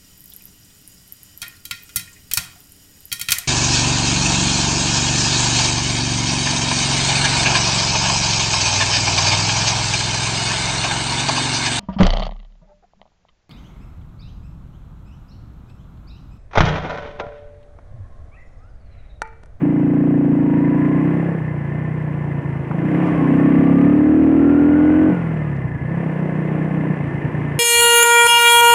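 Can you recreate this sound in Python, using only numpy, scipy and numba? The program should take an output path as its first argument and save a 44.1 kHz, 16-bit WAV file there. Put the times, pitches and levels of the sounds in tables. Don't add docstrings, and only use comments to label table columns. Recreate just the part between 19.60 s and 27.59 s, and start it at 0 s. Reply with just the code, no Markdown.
import sys
import numpy as np
from scipy import signal
from scipy.fft import rfft, irfft, next_fast_len
from scipy.io import wavfile
from scipy.ndimage import uniform_filter1d, map_coordinates
from numba import njit

SR = 44100
rng = np.random.default_rng(int(sys.argv[2]) if len(sys.argv) > 2 else 0)


def materialize(psi):
    bounded = np.clip(np.atleast_2d(psi).T, -1, 1)
    quanta = np.round(bounded * 32767).astype(np.int16)
    wavfile.write(sys.argv[1], SR, quanta)


N = 352359
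TIME = np.arange(N) / SR

# (time [s], level against that firing's own size [dB])
ODD_BURNS = [(2.82, -13.5), (3.03, -7.5), (3.07, -8.5), (6.04, 8), (6.18, -10.5), (6.25, 0), (7.37, -5),
             (7.47, -1), (7.51, -8), (7.61, -6.5), (7.65, 10), (7.71, -10)]


def from_db(db):
    return 10 ** (np.asarray(db) / 20)


def in_time(rows):
    s, *columns = np.transpose(rows)
    return [np.interp(TIME, s, c) for c in columns]


def rms_one(x):
    return x / np.sqrt(np.mean(x ** 2) + 1e-20)


def levelled(x):
    power = uniform_filter1d(uniform_filter1d(x ** 2, size=4400), size=3000)
    return x / np.sqrt(np.maximum(power, 1e-20))


def noise(spectrum):
    size = next_fast_len(N)
    hz, db = np.transpose(spectrum)
    bins = np.maximum(np.fft.rfftfreq(size, 1 / SR), 1)
    gain = from_db(np.interp(np.log(bins), np.log(hz), db))
    gain = gain * (bins > hz[0] / 2) * (bins < hz[-1] * 2)
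    white = rfft(rng.standard_normal(size))
    return rms_one(irfft(white * gain, size)[:N])


def drift(rate):
    knots = rng.standard_normal(4096)
    return rms_one(map_coordinates(knots, [TIME * rate], order=3, mode="wrap"))


def resonate(x, hz, width_hz):
    r = np.exp(-np.pi * width_hz / SR)
    zeros = (1 - r * r) / 2 * np.array([1, 0, -1])
    poles = [1, -2 * r * np.cos(2 * np.pi * hz / SR), r * r]
    return signal.lfilter(zeros, poles, x + 1e-18)


def body(x, modes):
    return sum((-1) ** k * from_db(db) * resonate(x, hz, width) for k, (hz, width, db) in enumerate(modes))


@njit
def sweep(x, angle, r):
    out, state = np.zeros(len(x)), 0j
    for i in range(len(x)):
        state = state * r * np.exp(1j * angle[i]) + x[i]
        out[i] = state.real
    return out


def band(x, low_hz, high_hz, order):
    return signal.sosfilt(signal.butter(order, [low_hz, high_hz], "band", fs=SR, output="sos"), x)


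def pulses(cycles, phase, spread_db, odd_burns=(), jitter_s=.00004):
    at = np.flatnonzero(np.diff(np.floor(cycles - phase)) > 0)
    chance = rng.standard_normal((400, 2))[:len(at)]
    sizes_db = np.broadcast_to(spread_db, N)[at] * chance[:, 0]
    for s, db in odd_burns:
        sizes_db[np.argmin(np.abs(at / SR - s))] += db
    jitter = np.round(jitter_s * SR * chance[:, 1]).astype(int)
    out = np.zeros(N)
    out[np.clip(at + jitter, 0, N - 1)] = from_db(sizes_db)
    return out


def bursts(cycles, phase, length):
    return np.exp(-((cycles - phase) % 1) / length)


def running(cycles, rush_db, rasp_db, hiss_db):
    # (frequency [Hz], relative density [dB per Hz])
    rush_colour = [(25, -18.5), (60, -5.5), (120, 7.5), (300, 13), (450, 3), (700, 0.5), (1080, -1.5),
                   (1300, -9.5), (1500, -7), (2000, -18.5), (3000, -49)]
    rasp_colour = [(700, -28), (1400, -5.5), (2200, -2), (2600, -4.5), (3000, -11.5), (3400, -20.5),
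                   (3900, -31), (5000, -41.5)]
    hiss_colour = [(2500, -19.5), (4000, 0.5), (5500, 1.5), (6800, -0.5), (8200, 1.5), (9500, -3),
                   (10600, 1), (12500, -11.5), (14500, -13), (16000, -8)]
    tug = rms_one(1 + 0.41 * bursts(cycles, phase=0.064, length=0.13))
    rush = from_db(rush_db + 0.25 * drift(23)) * noise(rush_colour)
    rasp = from_db(rasp_db + 1.2 * drift(120)) * noise(rasp_colour)
    hiss = from_db(hiss_db + 1.1 * drift(200)) * noise(hiss_colour)
    return rush + tug * (rasp + hiss)


def road(cycles, throttle):
    # (time [s], level [dB])
    chain_curve = [(0, -49.5), (0.549, -50.5), (1.548, -45), (1.918, -50.5), (3.098, -49), (3.448, -39.5),
                   (4.601, -46), (5.47, -43.5), (6.142, -52.5), (6.431, -46.5), (8, -45)]
    (chain_db,) = in_time(chain_curve)
    swing_db = chain_db - chain_db.mean()
    rush_db = -29 + 0.88 * swing_db + 1 * throttle
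    hiss_db = -68 + .7 * swing_db
    return running(cycles, rush_db, chain_db + 1, hiss_db)


def grit():
    # (time [s], swell length to 1/e on either side [s], level of the crackle's rms at the peak [dB])
    spits = [(3.478, .025, -63), (5.968, .005, -61)]
    crackle = rms_one(band(rng.standard_normal(N) ** 3, low_hz=3800, high_hz=6500, order=2))
    return crackle * sum(from_db(db) * np.exp(-((TIME - s) / length) ** 2) for s, length, db in spits)


def knocks():
    # (time [s], peak level [dB])
    bumps = [(3.111, -18.5)]
    # (frequency [Hz], width [Hz], relative level [dB])
    frame_modes = [(920, 50, -13), (990, 130, 7), (1190, 28, 1)]
    out = np.zeros(N)
    for s, db in bumps:
        scuffle = rng.standard_normal(N) * (TIME >= s) * np.exp(-np.abs(TIME - s) / 0.0024)
        ring = band(body(scuffle, frame_modes), low_hz=700, high_hz=1510, order=3)
        out += from_db(db) * ring / np.abs(ring).max()
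    return out


def valve_gear(cycles):
    # (time [s], level [dB])
    ring_curve = [(0, -43), (.7, -45), (1.1, -36), (3.051, -41), (3.301, -36), (4.101, -35), (4.598, -41.5),
                  (5.502, -38.5), (8, -35.5)]
    # (frequency [Hz], width [Hz], relative level [dB])
    casing_modes = [(1693, 24, -1), (1797.5, 20, 2.5), (2022, 140, -2), (2086, 95, -1.5)]
    (casing_db,) = in_time(ring_curve)
    rattle = 0.32 + bursts(cycles, phase=0.073, length=0.037) + 0.17 * bursts(cycles, phase=1.0, length=0.081)
    ring = body(rng.standard_normal(N) * rattle * from_db(0.21 * drift(50)), casing_modes)
    return from_db(casing_db - 3.5) * rms_one(band(ring, low_hz=1290, high_hz=2430, order=2))


def whine_level():
    # (start [s], end [s], level [dB])
    spells = [(.95, 1.35, -37), (3.527, 4.254, -38), (4.88, 5.5, -38)]
    rest_db, fade_db_per_s = -49.5, 51.5
    swells = [db - fade_db_per_s * np.abs(TIME - np.clip(TIME, start, end)) for start, end, db in spells]
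    return np.maximum(np.max(swells, axis=0), rest_db)


def gear(cycles, octave_db=-24.0, surge_rad=0.88, wander_rad=0.99):
    teeth_per_cycle = 34
    mesh = 2 * np.pi * teeth_per_cycle * cycles
    mesh = mesh + surge_rad * np.sin(2 * np.pi * cycles) + wander_rad * drift(40)
    tones = np.sin(mesh) + from_db(octave_db) * np.sin(2 * mesh)
    return np.sqrt(2) * from_db(whine_level() + drift(17)) * tones


def airbox_wall(cycles, honk_db, wall_hz=350.0, width_hz=36.0):
    gulps = pulses(cycles, phase=0.361, spread_db=.3, jitter_s=.00002)
    hum = resonate(resonate(gulps, wall_hz, width_hz), wall_hz, width_hz)
    return from_db(-24.5 + 0.56 * honk_db) * levelled(hum)


def intake(cycles, honk_db, hz, sag, phase=0.2986, plenum_width_hz=58.0, snorkel_width_hz=42.3):
    gulps = pulses(cycles, phase, spread_db=.15, jitter_s=.00002)
    angle = 2 * np.pi * hz * (1 - sag * bursts(cycles, phase, length=0.3)) / SR
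    plenum = sweep(gulps, angle * 0.98, np.exp(-np.pi * plenum_width_hz / SR))
    snorkel = sweep(plenum, angle, np.exp(-np.pi * snorkel_width_hz / SR))
    honk = band(snorkel, low_hz=144, high_hz=409, order=4)
    return from_db(honk_db - 4.0) * levelled(honk) + airbox_wall(cycles, honk_db)


def bark(cycles, throttle, speed):
    # (frequency [Hz], width [Hz], relative level [dB])
    throat_modes = [(422, 18, 4), (594, 91, -1), (756, 120, -5), (1100, 140, -12), (1690, 330, -15.5)]
    open_db, shut_db = -29, -86
    db_per_octave = 24.5
    reference_per_s = 42
    gulps = pulses(cycles, phase=.31, spread_db=.3, jitter_s=.00002)
    edge = band(body(gulps, throat_modes), low_hz=330, high_hz=1980, order=3)
    level_db = shut_db + throttle * (open_db - shut_db) + db_per_octave * np.log2(speed / reference_per_s)
    return from_db(level_db) * levelled(edge)


def tailpipe(cycles, snap_db, echo_s=.0072):
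    # (frequency [Hz], width [Hz], relative level [dB])
    pipe_modes = [(324, 33, 3), (482.6, 31.6, 8), (647, 61, 0), (823, 96, -10), (1111, 150, -19)]
    blows = pulses(cycles, phase=-.06, spread_db=.5, odd_burns=ODD_BURNS, jitter_s=.00002)
    passes_db = [0, -9.5, -20.5]
    echoes = [from_db(db) * np.roll(blows, round(k * echo_s * SR)) for k, db in enumerate(passes_db)]
    gas = from_db(-23) * rms_one(rng.standard_normal(N) * bursts(cycles, phase=0, length=.5))
    flow = rms_one(sum(echoes)) + gas
    ring = band(body(flow, pipe_modes), low_hz=330, high_hz=1440, order=2)
    edge = from_db(-21.5) * band(flow, low_hz=1440, high_hz=1710, order=3)
    return from_db(snap_db - 7.5) * levelled(ring + edge)


def burn(throttle, octaves):
    clean_opening = 0.24
    cool_hz, hot_hz, hz_per_octave = 132.6, 172.4, 16
    cool_spread_db, hot_spread_db = 2.1, -1.6
    heat = np.clip(throttle / clean_opening, 0, 1)
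    hz = cool_hz + heat * (hot_hz - cool_hz) + hz_per_octave * octaves
    return hz, cool_spread_db + heat * (hot_spread_db - cool_spread_db)


def silencer(cycles, thud_db, boom_db, hz, spread_db, width_hz=39.5, chamber_width_hz=40.7):
    blows = pulses(cycles, phase=-.17, spread_db=spread_db, odd_burns=ODD_BURNS)
    angle = 2 * np.pi * hz / SR
    first = sweep(blows, angle * 0.85, np.exp(-np.pi * chamber_width_hz / SR))
    second = sweep(first, angle, np.exp(-np.pi * width_hz / SR))
    boom = band(second, low_hz=86, high_hz=358, order=2)
    thud = band(resonate(blows, hz=92.0, width_hz=62.0), low_hz=55.3, high_hz=111, order=2)
    return from_db(boom_db) * levelled(boom) + from_db(thud_db - 0.5) * levelled(thud)


def at_opening(throttle):
    # (opening [0-1], low thud [dB], silencer boom [dB],
    # airbox honk [dB], exhaust snap [dB], honk pitch [Hz], share by which each honk starts flat [0-1])
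    voice = [(0, -25, -22.5, -42.5, -39.5, 335, .15), (0.252, -41.5, -21, -35.5, -26, 357, .2),
             (.5, -37, -19, -14, -26.5, 313.2, .2), (.75, -34.5, -19.5, -8, -21.5, 318, 0.42),
             (1.001, -27.5, -29, -7, -26.5, 312, .15)]
    opening, *columns = np.transpose(voice)
    return [np.interp(throttle, opening, c) for c in columns]


def scene():
    # (time [s], rate [firings per s])
    speed_curve = [(0.0, 27.71), (0.5, 29.35), (0.84, 27.29), (1.22, 29.49), (1.65, 33.56), (2.05, 28.25),
                   (2.2, 31.31), (2.82, 28.42), (3.14, 26.26), (3.38, 35.6), (3.68, 30.84), (3.78, 32.4),
                   (4.15, 34.68), (4.58, 39.21), (4.7, 39.24), (5.46, 44.69), (5.85, 37.28), (6.17, 27.67),
                   (6.36, 34.55), (6.51, 30.71), (7.24, 31.29), (7.51, 27.85), (7.69, 30.5), (8.0, 28.7)]
    # (time [s], opening [0-1])
    hand_curve = [(0, 0.54), (0.579, 0.64), (0.848, 0.61), (1.36, 0.57), (1.68, 0.39), (1.822, 0.12),
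                  (2.5, 0.14), (3.08, 0.1), (3.2, 0.41), (3.42, 0.49), (3.6, 0.46), (3.711, 0.71),
                  (4.251, 0.75), (4.451, 0.91), (5.479, 0.94), (5.569, .16), (6.22, 0.03), (6.318, 0.19),
                  (7.281, 0.42), (7.429, 0.11)]
    cruise_per_s = 30
    (speed,), (throttle,) = in_time(speed_curve), in_time(hand_curve)
    cycles = np.cumsum(speed) / SR - .48
    octaves = np.log2(speed / cruise_per_s)
    thud_db, boom_db, honk_db, snap_db, honk_hz, honk_sag = at_opening(throttle)
    silencer_hz, spread_db = burn(throttle, octaves)

    boom_cycles = cycles - 0.2 * throttle
    exhaust = silencer(boom_cycles, thud_db, boom_db + 3.5 * octaves, silencer_hz, spread_db)
    exhaust = exhaust + tailpipe(cycles, snap_db + 7 * octaves)
    machinery = gear(cycles) + valve_gear(cycles)
    street = road(cycles, throttle)
    air = intake(cycles, honk_db, honk_hz, honk_sag) + bark(cycles, throttle, speed)
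    return (exhaust + air + machinery + street + knocks() + grit())[None]


def record(dry, ceiling=0.7):
    cutoff_hz = 15700
    rounded = dry / (1 + (dry / ceiling) ** 6) ** (1 / 6)
    eased = rounded * np.minimum(1, np.minimum(TIME, TIME[::-1]) / .004)
    return signal.sosfilt(signal.ellip(10, .1, 80, cutoff_hz, fs=SR, output="sos"), eased)


dry = scene()
out = record(dry)
materialize(out)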